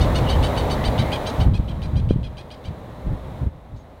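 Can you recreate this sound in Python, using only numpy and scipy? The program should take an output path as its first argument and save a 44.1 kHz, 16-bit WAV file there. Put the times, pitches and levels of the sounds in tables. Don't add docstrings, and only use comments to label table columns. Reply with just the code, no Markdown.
import sys
import numpy as np
from scipy import signal
from scipy.fft import rfft, irfft
from scipy.io import wavfile
from scipy.ndimage import uniform_filter1d

SR = 44100
rng = np.random.default_rng(int(sys.argv[2]) if len(sys.argv) > 2 else 0)


def wav_record(signal):
    frames = np.transpose(np.atleast_2d(signal))
    bounded = np.clip(frames, -1, 1)
    quanta = np.round(bounded * 32767).astype(np.int16)
    wavfile.write(sys.argv[1], SR, quanta)


N = 176400
TIME = np.arange(N) / SR


def from_db(db):
    return 10 ** (np.asarray(db) / 20)


def unit_rms(x):
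    return x / np.sqrt(np.mean(x ** 2) + 1e-20)


def gain_curve(rows):
    return from_db(np.interp(TIME, *np.transpose(rows)))


def db_at(spectrum, hz):
    f, db = np.transpose(spectrum)
    return np.interp(np.log(np.maximum(hz, 1)), np.log(f), db)


def noise(spectrum, size):
    gain = from_db(db_at(spectrum, np.fft.rfftfreq(size, 1 / SR)))
    return unit_rms(irfft(rfft(rng.standard_normal(size)) * gain, size))


def drift(corner_hz, size):
    f = np.fft.rfftfreq(size, 1 / SR)
    return unit_rms(irfft(rfft(rng.standard_normal(size)) / (1 + (f / corner_hz) ** 2), size))


def add(out, start_s, x):
    i = max(int(start_s * SR), 0)
    out[i:i + len(x)] += x[:max(N - i, 0)]


# time in seconds, relative level in dB.
ROAD_SWELL = [(0, -24.5), (.6, -24.5), (1.35, -27.5), (1.9, -26.5), (2.2, -32.5), (2.85, -28), (3.4, -26.5),
              (4, -25.5)]
# frequency in Hz, relative level in dB.
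ROAD_SPECTRUM = [(25, -19), (60, -2), (185, -2.5), (250, 1.5), (370, -3.5), (520, -0.5), (720, -2.5),
                 (1050, -7), (1450, -15.5), (2000, -17), (2700, -25), (3900, -22.5), (4700, -34),
                 (8000, -37.5), (16000, -40.5)]
# frequency in Hz, relative level in dB.
ENGINE_TONES = [(532, -39), (611, -37)]

def traffic():
    hum = np.zeros(N)
    for hz, db in ENGINE_TONES:
        pitch = hz * (1 + .0079 * drift(24.2, N))
        hum += from_db(db) * np.sin(2 * np.pi * np.cumsum(pitch) / SR)
    return gain_curve(ROAD_SWELL) * noise(ROAD_SPECTRUM, N) + hum


# time in seconds, half-width of the push in seconds, relative level in dB.
BUFFETS = [(2.1092, .0007, -3), (2.161, .0011, -12.5)]

def buffets():
    out = np.zeros(N)
    for centre, width, db in BUFFETS:
        u = (TIME - centre) / width
        out += from_db(db) * (1.59 * np.exp(-u ** 2) - np.exp(-(u / 3.6 - .5) ** 2))
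    return out


# time in seconds, relative level in dB.
BREEZE_LEVEL = [(0, -17), (.45, -23), (1.05, -23.5), (1.25, -32), (1.65, -25.5), (2.2, -23.5),
                (2.35, -35.5), (2.55, -44.5), (2.9, -38), (3.3, -32), (3.62, -42.5), (4, -46)]
# centre in seconds, half-width in seconds, relative level in dB.
WIND_GUSTS = [(.018, 0.0064, -11), (.22, 0.026, -19.5), (.39, 0.049, -14.5), (.888, 0.014, -16),
              (1.005, 0.014, -14), (1.412, 0.017, -11.5), (1.477, 0.014, -7.5), (1.529, 0.023, -15.5),
              (1.599, 0.005, -10), (1.961, 0.023, -15.5), (2.04, 0.042, -20), (2.11, 0.031, -20.5),
              (2.18, 0.048, -28), (2.694, 0.025, -25.5), (3.079, .018, -19), (3.127, 0.018, -19),
              (3.43, .012, -18), (3.472, 0.01, -16), (3.749, 0.024, -31.5)]
# frequency in Hz, relative level in dB.
EDDY_SPECTRUM = [(20, -15.5), (45, 0), (65, 2.5), (130, -3.5), (240, -16), (400, -30), (800, -38.5),
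                 (8000, -85)]

def wind():
    power = gain_curve(BREEZE_LEVEL) ** 2
    for centre, width, db in WIND_GUSTS:
        power += from_db(db) ** 2 * np.exp(-((TIME - centre) / width) ** 2)
    eddies = noise(EDDY_SPECTRUM, N)
    eddies /= np.sqrt(uniform_filter1d(eddies ** 2, size=1400) + .097)
    return np.sqrt(power) * eddies


# start and length in seconds, first, middle and last pitch in Hz,
# relative level in dB.
BIRD_WHISTLES = [(0.248, .12, 3020, 3036, 3020, -33.5), (.767, 0.13, 1800, 1970, 2050, -36.5),
                 (0.931, .25, 2047, 2145, 1897, -39.5), (3.76, .075, 6350, 6450, 6450, -47)]

def far_whistles(waver_hz=119, flutter=.44):
    out = np.zeros(N)
    for start, length, first, middle, last, db in BIRD_WHISTLES:
        u = np.linspace(0, 1, int(length * SR))
        glide = np.polyval(np.polyfit([0, .5, 1], [first, middle, last], 2), u)
        phase = 2 * np.pi * np.cumsum(glide + waver_hz * drift(170, SR)[:len(u)]) / SR
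        envelope = np.abs(np.sin(np.pi * u)) ** .5 * (1 + flutter * drift(100, SR)[:len(u)])
        add(out, start, from_db(db) * envelope * np.sin(phase))
    return out


# frequency in Hz, relative level in dB.
CHIP_SPECTRUM = [(2500, -20), (3800, 0), (6300, -6), (8500, -15), (11000, -30)]

def far_chip(start_s=3.759, gain_db=-38, attack_s=.005, decay_s=.035):
    out = np.zeros(N)
    t = TIME[:SR // 2]
    envelope = np.minimum(t / attack_s, 1) * np.exp(-t / decay_s)
    add(out, start_s, from_db(gain_db) * noise(CHIP_SPECTRUM, len(t)) * envelope)
    return out


# frequency in Hz, relative gain in dB.
DARK_THROAT = [(900, -15), (2100, -13), (2450, 0), (2850, 3.5), (3250, 2.5), (4150, -7.5), (4900, -12.5),
               (6400, -23.5), (7200, -31), (8400, -19.5), (10500, -29), (15000, -48)]
BRIGHT_THROAT = [(1400, -10), (2150, -5), (2450, -6.5), (2750, 4), (3200, -8), (3750, 2), (4350, 4),
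                 (4650, -0.5), (5050, -18), (5950, -5), (7100, -26), (8500, -9), (10300, -30), (15000, -40)]

def throat_response(darkness):
    hz = np.geomspace(600, 16000, 120)
    return np.c_[hz, (1 - darkness) * db_at(BRIGHT_THROAT, hz) + darkness * db_at(DARK_THROAT, hz)]


def creak(t, onset_s=.0015, pulse_hz=420, decay_s=.0082, gain_db=-2):
    started = t > onset_s
    cycles = np.cumsum(pulse_hz * (1 + .25 * drift(JITTER_HZ, len(t))) * started) / SR
    pulses = unit_rms(np.exp(-2 * (cycles % 1))) * started
    return from_db(gain_db) * noise(DARK_THROAT, len(t)) * pulses * np.exp(-t / decay_s)


NOTE_S, ATTACK_S, HOLD_S, FADE_DB, RELEASE_S = .0458, .012, .02, 10, .0064
TOP_S, RISE, SAG = .023, .24, .07
CLEAR_FROM_S, CLEAR_UNTIL_S, BLEND_S = .0079, .852 * NOTE_S, .0027
JITTER_HZ, WANDER_HZ = 470, 42
OPEN_S, SHUT_DB_PER_OCTAVE, TILT_ABOVE_HZ = .0099, -14, 3600
FORMANT_LIFT, FORMANT_SINK_S = .092, .029

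def kek(top_hz, darkness):
    t = TIME[:4096]
    pitch = top_hz * (1 - np.where(t < TOP_S, RISE, SAG) * np.minimum((t / TOP_S - 1) ** 2, 2))
    rasp = 1 + .5 * (np.tanh((t - CLEAR_UNTIL_S) / BLEND_S) - np.tanh((t - CLEAR_FROM_S) / BLEND_S))
    jitter = (.013 + .0696 * rasp) * drift(JITTER_HZ, len(t))
    wander = .0076 * drift(WANDER_HZ, len(t))
    phase = 2 * np.pi * np.cumsum(pitch * (1 + jitter + wander)) / SR

    throat = throat_response(darkness)
    orders = np.arange(1, 19)[:, None]
    formant_scale = 1 + FORMANT_LIFT * np.maximum(1 - t / FORMANT_SINK_S, 0)
    shut = np.exp(-(t / OPEN_S) ** 2)
    db = db_at(throat, orders * pitch / formant_scale)
    db += SHUT_DB_PER_OCTAVE * shut * np.log2(np.maximum(orders * pitch / TILT_ABOVE_HZ, 1))
    db += 2.5 * rng.standard_normal(orders.shape)
    harmonics = from_db(db) * np.cos(orders * phase + rng.uniform(-.23, 1, orders.shape))
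    shimmer = (.13 + .42 * rasp) * drift(JITTER_HZ, len(t))
    voice = unit_rms(harmonics.sum(0)) * (1 + shimmer)

    breath = noise(throat, len(t)) * (1 + np.cos(phase))
    breath *= (1 - .5 * shut) * from_db(-14.5 + 9 * rasp)
    attack = np.minimum(t / ATTACK_S, 1) ** 2
    fade = from_db(-FADE_DB * np.maximum(t - HOLD_S, 0) / (NOTE_S - HOLD_S))
    release = np.exp(-np.maximum(t - NOTE_S, 0) / RELEASE_S)
    return (voice + breath) * attack * fade * release + creak(t)


# start in seconds, top pitch in Hz, relative level in dB,
# throat darkness from 0 to 1.
HAWK_NOTES = [(.002, 743, -30.5, 0.26), (0.145, 747, -29, 0.15), (.286, 773, -28.5, 0.044),
              (.426, 765, -29, 0.19), (0.564, 762, -30, 0.16), (0.699, 767, -30, 0.025),
              (.839, 772, -29, 0.3), (.978, 774, -29.5, 0.23), (1.118, 831, -27, 0.63),
              (1.257, 788, -32, 0.29), (1.398, 772, -34, 0.29), (1.535, 848, -26.5, 0.7),
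              (1.675, 820, -30, 0.74), (1.818, 815, -29.5, 0.74), (1.956, 823, -29, 0.59),
              (2.089, 818, -29.5, 0.82), (2.230, 839, -31.5, 0.9), (2.369, 827, -29.5, 0.53),
              (2.502, 826, -30, 0.48), (2.640, 783, -32, 0.41)]

def hawk(scatter_db=-11.5, scatter_decay_s=.048):
    direct = np.zeros(N)
    for start, top_hz, db, darkness in HAWK_NOTES:
        add(direct, start, from_db(db) * kek(top_hz, darkness))
    t = TIME[:SR // 2]
    response = rng.standard_normal(len(t)) * np.exp(-t / scatter_decay_s)
    response /= np.linalg.norm(response)
    return direct + from_db(scatter_db) * signal.fftconvolve(direct, response)[:N]


# time in seconds, gain in dB.
LEVEL_STEPS = [(0, 0), (1.42, 0), (1.5, -12), (3.43, -12.5), (3.5, -21.5)]

def scene():
    birds_and_road = hawk() + far_whistles() + far_chip() + traffic()
    return (gain_curve(LEVEL_STEPS) * birds_and_road + wind() + buffets())[None]


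def record(dry):
    ceiling, cutoff_hz = .65, 15900
    limited = dry / (1 + (dry / ceiling) ** 6) ** (1 / 6)
    return signal.sosfilt(signal.ellip(10, .1, 80, cutoff_hz, fs=SR, output="sos"), limited)


dry = scene()
out = record(dry)
wav_record(out)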